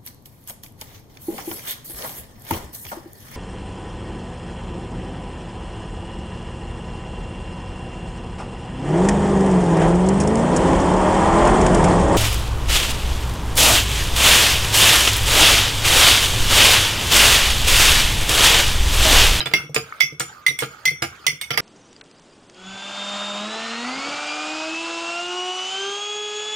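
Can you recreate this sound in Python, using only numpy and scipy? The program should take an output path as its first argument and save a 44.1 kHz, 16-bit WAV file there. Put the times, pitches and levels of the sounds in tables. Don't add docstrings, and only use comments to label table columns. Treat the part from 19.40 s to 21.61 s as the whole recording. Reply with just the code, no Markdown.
import sys
import numpy as np
from scipy import signal
from scipy.fft import rfft, irfft
from scipy.io import wavfile
from scipy.ndimage import uniform_filter1d

SR = 44100
rng = np.random.default_rng(int(sys.argv[2]) if len(sys.argv) > 2 else 0)


def materialize(psi):
    bounded = np.clip(np.atleast_2d(psi).T, -1, 1)
    quanta = np.round(bounded * 32767).astype(np.int16)
    wavfile.write(sys.argv[1], SR, quanta)


def undo_db(level):
    steps = np.asarray(level, float) / 20
    return 10 ** steps


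N = 97284
TIME = np.arange(N) / SR
FFT_HZ = np.arange(N // 2 + 1) * SR / N

CONTACT_S = 0.032
SPLIT, SPLIT_DB = 0.008, -4


def at_hz(points, hz):
    table_hz, values = np.transpose(points)
    return np.interp(np.log(hz + 1e-9), np.log(table_hz), values)


def colour(x, spectrum):
    gain = undo_db(at_hz(spectrum, FFT_HZ))
    return irfft(rfft(x) * gain / np.sqrt(np.mean(gain ** 2)), N)


def filtered(x, order, hz, kind):
    return signal.sosfilt(signal.butter(order, hz, kind, fs=SR, output="sos"), x)


def wander(per_s):
    return np.interp(TIME * per_s, np.arange(400), rng.standard_normal(400))


def patchy(x, depth_db, per_s):
    edges = 250 * 2 ** np.arange(0, 6.1, 0.5)
    out = 0
    for band in zip(edges, edges[1:]):
        out = out + undo_db(depth_db * wander(per_s)) * filtered(x, 2, band, "band")
    return out


def add(out, s, db, hz, t60, rise=0, drop_db=0):
    i = int(s * SR)
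    t = np.arange(min(N - i, int(1.6 * t60 * SR))) / SR
    swell = np.minimum(t / 0.001, 1)
    sag_db = drop_db * np.clip((t - CONTACT_S) / 0.016, 0, 1)
    tone = np.sin(2 * np.pi * hz * t * (1 + rise * t))
    out[i:i + len(t)] += swell * undo_db(db + sag_db - 60 * t / t60) * tone


def burst(rows, t60, per_s, spectrum):
    envelope = 0
    for s, db in rows:
        envelope = envelope + undo_db(db - 60 * np.maximum(TIME - s, 0) / t60) * (TIME >= s)
    clicks = rng.standard_normal(N) * (rng.random(N) < per_s / SR) * np.sqrt(SR / per_s)
    return colour(envelope * clicks, spectrum)


def strikes(rows, modes, spread_db, drop_db=0, detune=0.0027):
    out = np.zeros(N)
    luck = rng.standard_normal((len(modes), len(rows), 4))
    for (hz, level_db, t60), draws in zip(modes, luck):
        mode = np.zeros(N)
        for (s, db), (a, b, c, d) in zip(rows, draws):
            base_db = db + level_db
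            add(mode, s, base_db + spread_db * a, hz * (1 + detune * b), t60, drop_db=drop_db)
            twin_db = base_db + spread_db * d + SPLIT_DB
            add(mode, s, twin_db, hz * (1 + SPLIT * c), 1.18 * t60, drop_db=drop_db)
        rough = min(hz / 4950, 3) ** 2 / 2
        out += mode * (1 + rough * wander(170)) / np.sqrt(1 + rough ** 2)
    return out


def chatter(rows, low_hz, high_hz, t60, count):
    out = np.zeros(N)
    for (s, db), luck in zip(rows, rng.random((len(rows), count, 3))):
        for a, b, c in luck:
            start = min(s + CONTACT_S * a ** 3, 2.2)
            hz = low_hz * (high_hz / low_hz) ** (b ** 1.3)
            add(out, start, db - 8 * c - 6 * a, hz, t60 * (0.5 + c))
    return out


# (pitch [Hz], level [dB per Hz])
AIR = [(25, -6), (50, 24), (100, 20), (200, 11), (500, 7), (1200, -40)]


def room_air():
    return undo_db(-55.5) * colour(rng.standard_normal(N), [*AIR, (3500, -140)])


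# (pitch [Hz], time to fall 60 dB [s])
ROOM = [(150, 0.3), (1000, 0.097), (4000, 0.23), (15000, 0.19)]


def kitchen(x):
    t = np.arange(SR // 2) / SR
    edges = 60 * 2.0 ** np.arange(9)
    white, echo = rng.standard_normal((2, len(t))), 0
    for low, high in zip(edges, edges[1:]):
        a, b = filtered(white, 2, [low, high], "band")
        t60 = at_hz(ROOM, low * 2.32)
        alike = 1 / (1 + (low / 700) ** 2)
        pair = np.array([a, alike * a + np.sqrt(1 - alike ** 2) * b])
        echo = echo + pair * undo_db(-60 * t / t60) / np.sqrt(t60 * SR / 13.6)
    echo = echo * (t > 0.0023)
    return signal.fftconvolve(x[None], echo, axes=1)[:, :N]


# (time [s], level [dB])
SWIRL = [(0, -55), (0.201, -36.5), (.31, -62), (.45, -43.5), (.58, -43.5), (.76, -60.5), (0.896, -43),
         (1.03, -49), (1.16, -56.5), (1.32, -44), (1.44, -45), (1.581, -57.5), (1.718, -44.5),
         (1.852, -45.5), (2.0, -61), (2.2, -43)]
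# (pitch [Hz], level [dB per Hz])
WATER = [(180, -73), (300, -8.5), (762, -8.5), (1210, -8), (1390, -28), (1510, -8.5), (1640, -10),
         (4440, -16), (16000, -34.5)]
# (time [s], level [dB], pitch [Hz], time to fall 60 dB [s])
PLOPS = [
    (.004, -10.5, 3920, 0.04),
    (0.013, -21, 3086, 0.059),
    (.060, -20.5, 3450, 0.078),
    (0.5236, -19, 1300, 0.019),
    (0.525, -30.5, 2170, 0.02),
    (1.089, -19, 3730, 0.05),
    (1.845, -39, 2520, 0.04),
    (.013, -15, 4980, 0.018),
    (1.842, -38, 1260, .03),
]


def drink():
    plops, fizz = np.zeros(N), np.zeros(N)
    for s, db, hz, t60 in PLOPS:
        add(plops, s, db, hz, t60, rise=0.25)
    mouth_hz = 1375 * (1 + 0.035 * wander(12))
    fizz_per_s = 470
    for a, b, c in rng.random((int(fizz_per_s * N / SR), 3)):
        hz = mouth_hz[int(a * N)] * (1 + 0.12 * (2 * b - 1))
        add(fizz, a * N / SR, 4.6 * np.log(c + 0.0092), hz, 43 / hz, rise=2.0)
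    level = undo_db(np.interp(TIME, *np.transpose(SWIRL)))
    wash = np.array([colour(w, WATER) for w in rng.standard_normal((2, N))])
    wash = patchy(wash, depth_db=2.2, per_s=50)
    return plops + level * undo_db(-4.5) * fizz / fizz.std(), level * wash


# (time [s], level [dB], extra rattle [dB])
KNOCKS = [(.004, -28, 6.5), (0.0579, -27.5, 7.5), (0.1365, -29.5, 17.5), (0.362, -20, 6), (0.803, -26, -1),
          (1.2222, -23.5, 3.5), (1.6218, -23, 6.5), (1.633, -33, 5), (2.1052, -29.5, 1), (2.1752, -23, 7),
          (2.197, -31, 12), (.013, -42.5, 7.5), (.071, -34.5, -1.5), (.113, -35, -1), (2.1125, -39.5, 12),
          (2.139, -36, 4), (1.236, -35.5, 2)]
# (time [s], level [dB])
ROCKS = [(0.194, -41.5), (0.236, -38.5), (0.295, -36.5), (0.441, -54.5), (0.631, -39.5), (0.723, -40),
         (0.836, -55), (1.084, -39.5), (1.107, -41), (1.469, -40), (1.513, -38), (1.88, -38.5),
         (1.925, -43)]
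# (pitch [Hz], level [dB], time to fall 60 dB [s])
HOB = [(135.7, -11.5, 0.28), (329.3, -12.5, 0.15), (468.5, -5, 0.14), (704, -12.5, 0.22), (810, -13, 0.14),
       (920, -4, 0.028), (1220, -10, 0.081), (1373, -16.5, 0.18), (1372, -6.5, 0.12), (1650, -5, 0.06)]
# (pitch [Hz], level [dB per Hz])
RATTLE = [(200, 1), (500, -2), (1400, -10), (2300, 4), (3300, -4.5), (5000, -8.5), (6500, -22.5)]
# (pitch [Hz], level [dB per Hz])
RUMBLE = [(120, -44), (250, 27), (500, 22), (900, 7), (2000, -11)]


def hob():
    plate_drop_db = -9
    knocks = [(s, db) for s, db, _ in KNOCKS]
    out = strikes(knocks, HOB, spread_db=3.5, drop_db=plate_drop_db, detune=0.025)
    rattles = [(s, db + rattle - 3.5) for s, db, rattle in KNOCKS]
    out += burst(rattles, 0.085, 1500, RATTLE)
    rock_modes = [(144.6, 0, 0.3), (HOB[2][0], -0.5, 0.07)]
    soft = strikes(ROCKS, rock_modes, spread_db=0, drop_db=plate_drop_db)
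    out += burst([(s, db - 5.5) for s, db in ROCKS], 0.14, 3200, RUMBLE)
    return out + filtered(soft, 1, 720, "low")


SPARKLE_S = 0.014

# (time [s], level [dB])
TICKS = [
    (.0573, -38.5),
    (.3446, -24.5),
    (.357, -35),
    (.7966, -25),
    (1.1882, -34),
    (1.206, -34.5),
    (1.6212, -28.5),
    (2.0123, -34.5),
]
# (pitch [Hz], level [dB], time to fall 60 dB [s])
SPOON = [(5060, -6.5, 0.05), (7010, -9, 0.28), (7070, -14.5, 0.15), (8260, -10, 0.15), (8930, -29.5, 0.36),
         (9450, -8, 0.15), (9990, -16.5, 0.11), (11530, -14, 0.033), (13800, -4, 0.043)]
# (pitch [Hz], level [dB per Hz])
TICK_CRACK = [(600, 10), (1500, 12), (4000, 13), (8000, 4.5), (11000, -13), (15200, -6)]


def spoon():
    out = strikes(TICKS, SPOON, spread_db=-6.0)
    out += undo_db(2.5) * chatter(TICKS, 5580, 16380, SPARKLE_S, count=24)
    return out + undo_db(-3) * burst(TICKS, 0.14, 18000, TICK_CRACK)


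# (time [s], level [dB], pitch [Hz])
FAVOURED = [(.137, -22.5, 2644), (.137, -25, 2750), (.137, -21, 3380), (.137, -24.5, 4824),
            (.137, -30.5, 5810), (.137, -36, 9100), (.137, -34, 9760), (.137, -29, 15200),
            (.3446, -31.5, 8260), (.3446, -35, 9200), (.3616, -26, 4930), (.6065, -21.5, 4950),
            (.6065, -28, 5570), (.620, -24, 6050), (.6065, -39, 14000), (.7966, -29, 7010),
            (.7966, -26, 8260), (.7966, -44, 13800), (1.064, -32, 5610), (1.064, -23, 8830),
            (1.064, -27, 9660), (1.064, -29, 15000), (1.081, -28, 8790), (1.1882, -25.5, 8380),
            (1.1882, -36, 9500), (1.1882, -40, 14500), (1.203, -37, 8320), (1.4541, -26, 5555),
            (1.4541, -29, 4300), (1.4541, -32, 12200), (1.475, -29, 8790), (1.475, -39, 15100),
            (1.482, -41, 3180), (1.6212, -44, 6760), (1.8657, -24, 4380), (1.8657, -23.5, 5045),
            (1.8657, -26.5, 5720), (1.8657, -23, 5850), (1.8657, -27, 6820), (1.8657, -22.5, 8710),
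            (1.8657, -27, 9530), (1.8657, -38, 14400), (2.0123, -29, 8540), (2.1745, -26.5, 11530),
            (2.0123, -36.5, 3610), (2.1051, -32, 3080), (2.134, -33.5, 4830), (2.1755, -23.5, 4940),
            (2.1755, -34, 3820), (1.6212, -33, 9640), (1.4537, -31, 5830), (0.6063, -24, 3430),
            (0.6067, -29.5, 2644), (1.8656, -31, 3167), (2.013, -39, 11530)]


def favoured():
    out = np.zeros(N)
    for s, db, hz in FAVOURED:
        t60 = 0.12 * (hz / 5000) ** -0.55
        add(out, s, db, hz, t60)
        add(out, s, db + SPLIT_DB, hz * (1 + SPLIT), t60)
    return out * (1 + 0.16 * wander(140))


# (time [s], level [dB], lowest pitch [Hz], its twin [dB], upper modes [dB])
CLINKS = [(.1366, -11, 2121, -10.5, 0), (.148, -50, 2136, -41, -13), (0.6029, -31.5, 2099, -13, 16.5),
          (.6065, -11, 2075, -2, -0.5), (.620, -25, 2084, -3, 4.5), (.804, -37.5, 1965, 2.5, 16.5),
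          (1.064, -12, 2047, -52, 2.5), (1.081, -14, 2066, -24, -2.5), (1.190, -35.5, 2094, 9, 13.5),
          (1.4541, -11.5, 2062, -47, 2.5), (1.477, -17.5, 2062, -7.5, -1.5), (1.623, -31.5, 2097, -3, 7),
          (1.8657, -11, 2044, -11.5, 3), (2.0123, -36.5, 2053, 8, 14.5), (2.1051, -33.5, 2050, 4, 15),
          (2.1745, -20, 2064, -3, 8)]
# (pitch [Hz], level [dB], time to fall 60 dB [s])
MUG = [(2062, 0, 0.14), (2184, 0, 0.27), (2300, -76, 0.012), (3390, -13, 0.043), (3410, -28.5, 0.48),
       (4380, -30.5, 0.083), (4880, -39, 0.25), (5620, -16.5, 0.3), (5830, -23.5, 0.38), (7250, -30, 0.3),
       (8990, -30.5, 0.44), (9580, -27.5, 0.24), (11530, -34, 0.062), (14450, -38, 0.039)]
# (pitch [Hz], level [dB per Hz])
WALL_CRACK = [(300, -16.5), (900, -0.5), (2500, 2.5), (4500, -3), (7500, -0.5), (11000, -11), (15200, -2)]


def mug_wall():
    lift_drop_db = -7.5
    upper, pair = [], np.zeros(N)
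    for s, db, hz, twin_db, upper_db in CLINKS:
        upper.append((s, db + upper_db))
        add(pair, s, db, hz, MUG[0][2], drop_db=lift_drop_db)
        add(pair, s, db + twin_db, MUG[1][0], MUG[1][2], drop_db=-0.5)
    out = pair * (1 + 0.69 * wander(120))
    out += strikes(upper, MUG[2:], spread_db=3.5, drop_db=lift_drop_db)
    out += undo_db(-14) * chatter(upper, 1900, 5000, 0.06, count=28)
    out += undo_db(-17) * chatter(upper, 4750, 15930, SPARKLE_S, count=24)
    return out + undo_db(-6) * burst(upper, 0.027, 4400, WALL_CRACK)


def scatter(x):
    t = np.arange(SR // 50) / SR
    clouds = rng.standard_normal((2, len(t))) * undo_db(-60 * t / 0.012)
    clouds /= np.linalg.norm(clouds, axis=1, keepdims=True)
    a, b = signal.fftconvolve(x[None], clouds, axes=1)[:, :N]
    turn = 2 * wander(6)
    side = filtered(a * np.cos(turn) + b * np.sin(turn), 2, 900, "high")
    return undo_db(-1) * side * [[1], [-1]]


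# (pitch [Hz], left minus right [dB])
PORT_DB = [(100, -2), (600, 1.5), (1200, -1), (2100, -13.5), (4000, -6), (8000, -0.5), (14000, -9.5)]


def ports(x):
    half = undo_db(at_hz(PORT_DB, FFT_HZ) / 2)
    turn = -2j * np.pi * FFT_HZ
    shine = undo_db(-18.5)
    left = half * (1 + shine * np.exp(turn * 0.001062))
    right = np.exp(turn * 0.000015) * (1 + shine * np.exp(turn * 0.000609)) / half
    return irfft(rfft(x) * np.array([left, right]), N)


def scene():
    bubbles, wash = drink()
    near = mug_wall() + spoon() + hob() + bubbles + favoured()
    side = wash[1] - filtered(wash[1], 1, 600, "low")
    out = ports(near + wash[0]) + scatter(near)
    out += undo_db(-4) * side * [[1], [-1]]
    out += undo_db(1) * kitchen(near) + room_air()
    return out + undo_db(-77) * rng.standard_normal((2, N))


def low_pass(x):
    return signal.sosfilt(signal.butter(12, 16540, fs=SR, output="sos"), x)


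def record(dry):
    dry = filtered(dry, 2, 84, "high")
    dry = signal.sosfilt(signal.cheby2(10, 50, 16600, fs=SR, output="sos"), dry)
    limit_db, squeeze, release_db_per_s = -11.5, 0.13, 135
    over_db = np.maximum(20 * np.log10(np.abs(dry).max(0) + 1e-9) - limit_db, 0)
    ramp = release_db_per_s * TIME
    held_db = np.maximum(np.maximum.accumulate(over_db + ramp) - ramp, 0)
    mix = dry * undo_db(-squeeze * uniform_filter1d(held_db, size=45))
    return low_pass(np.clip(mix, -0.97, 0.97))


dry = scene()
out = record(dry)
materialize(out)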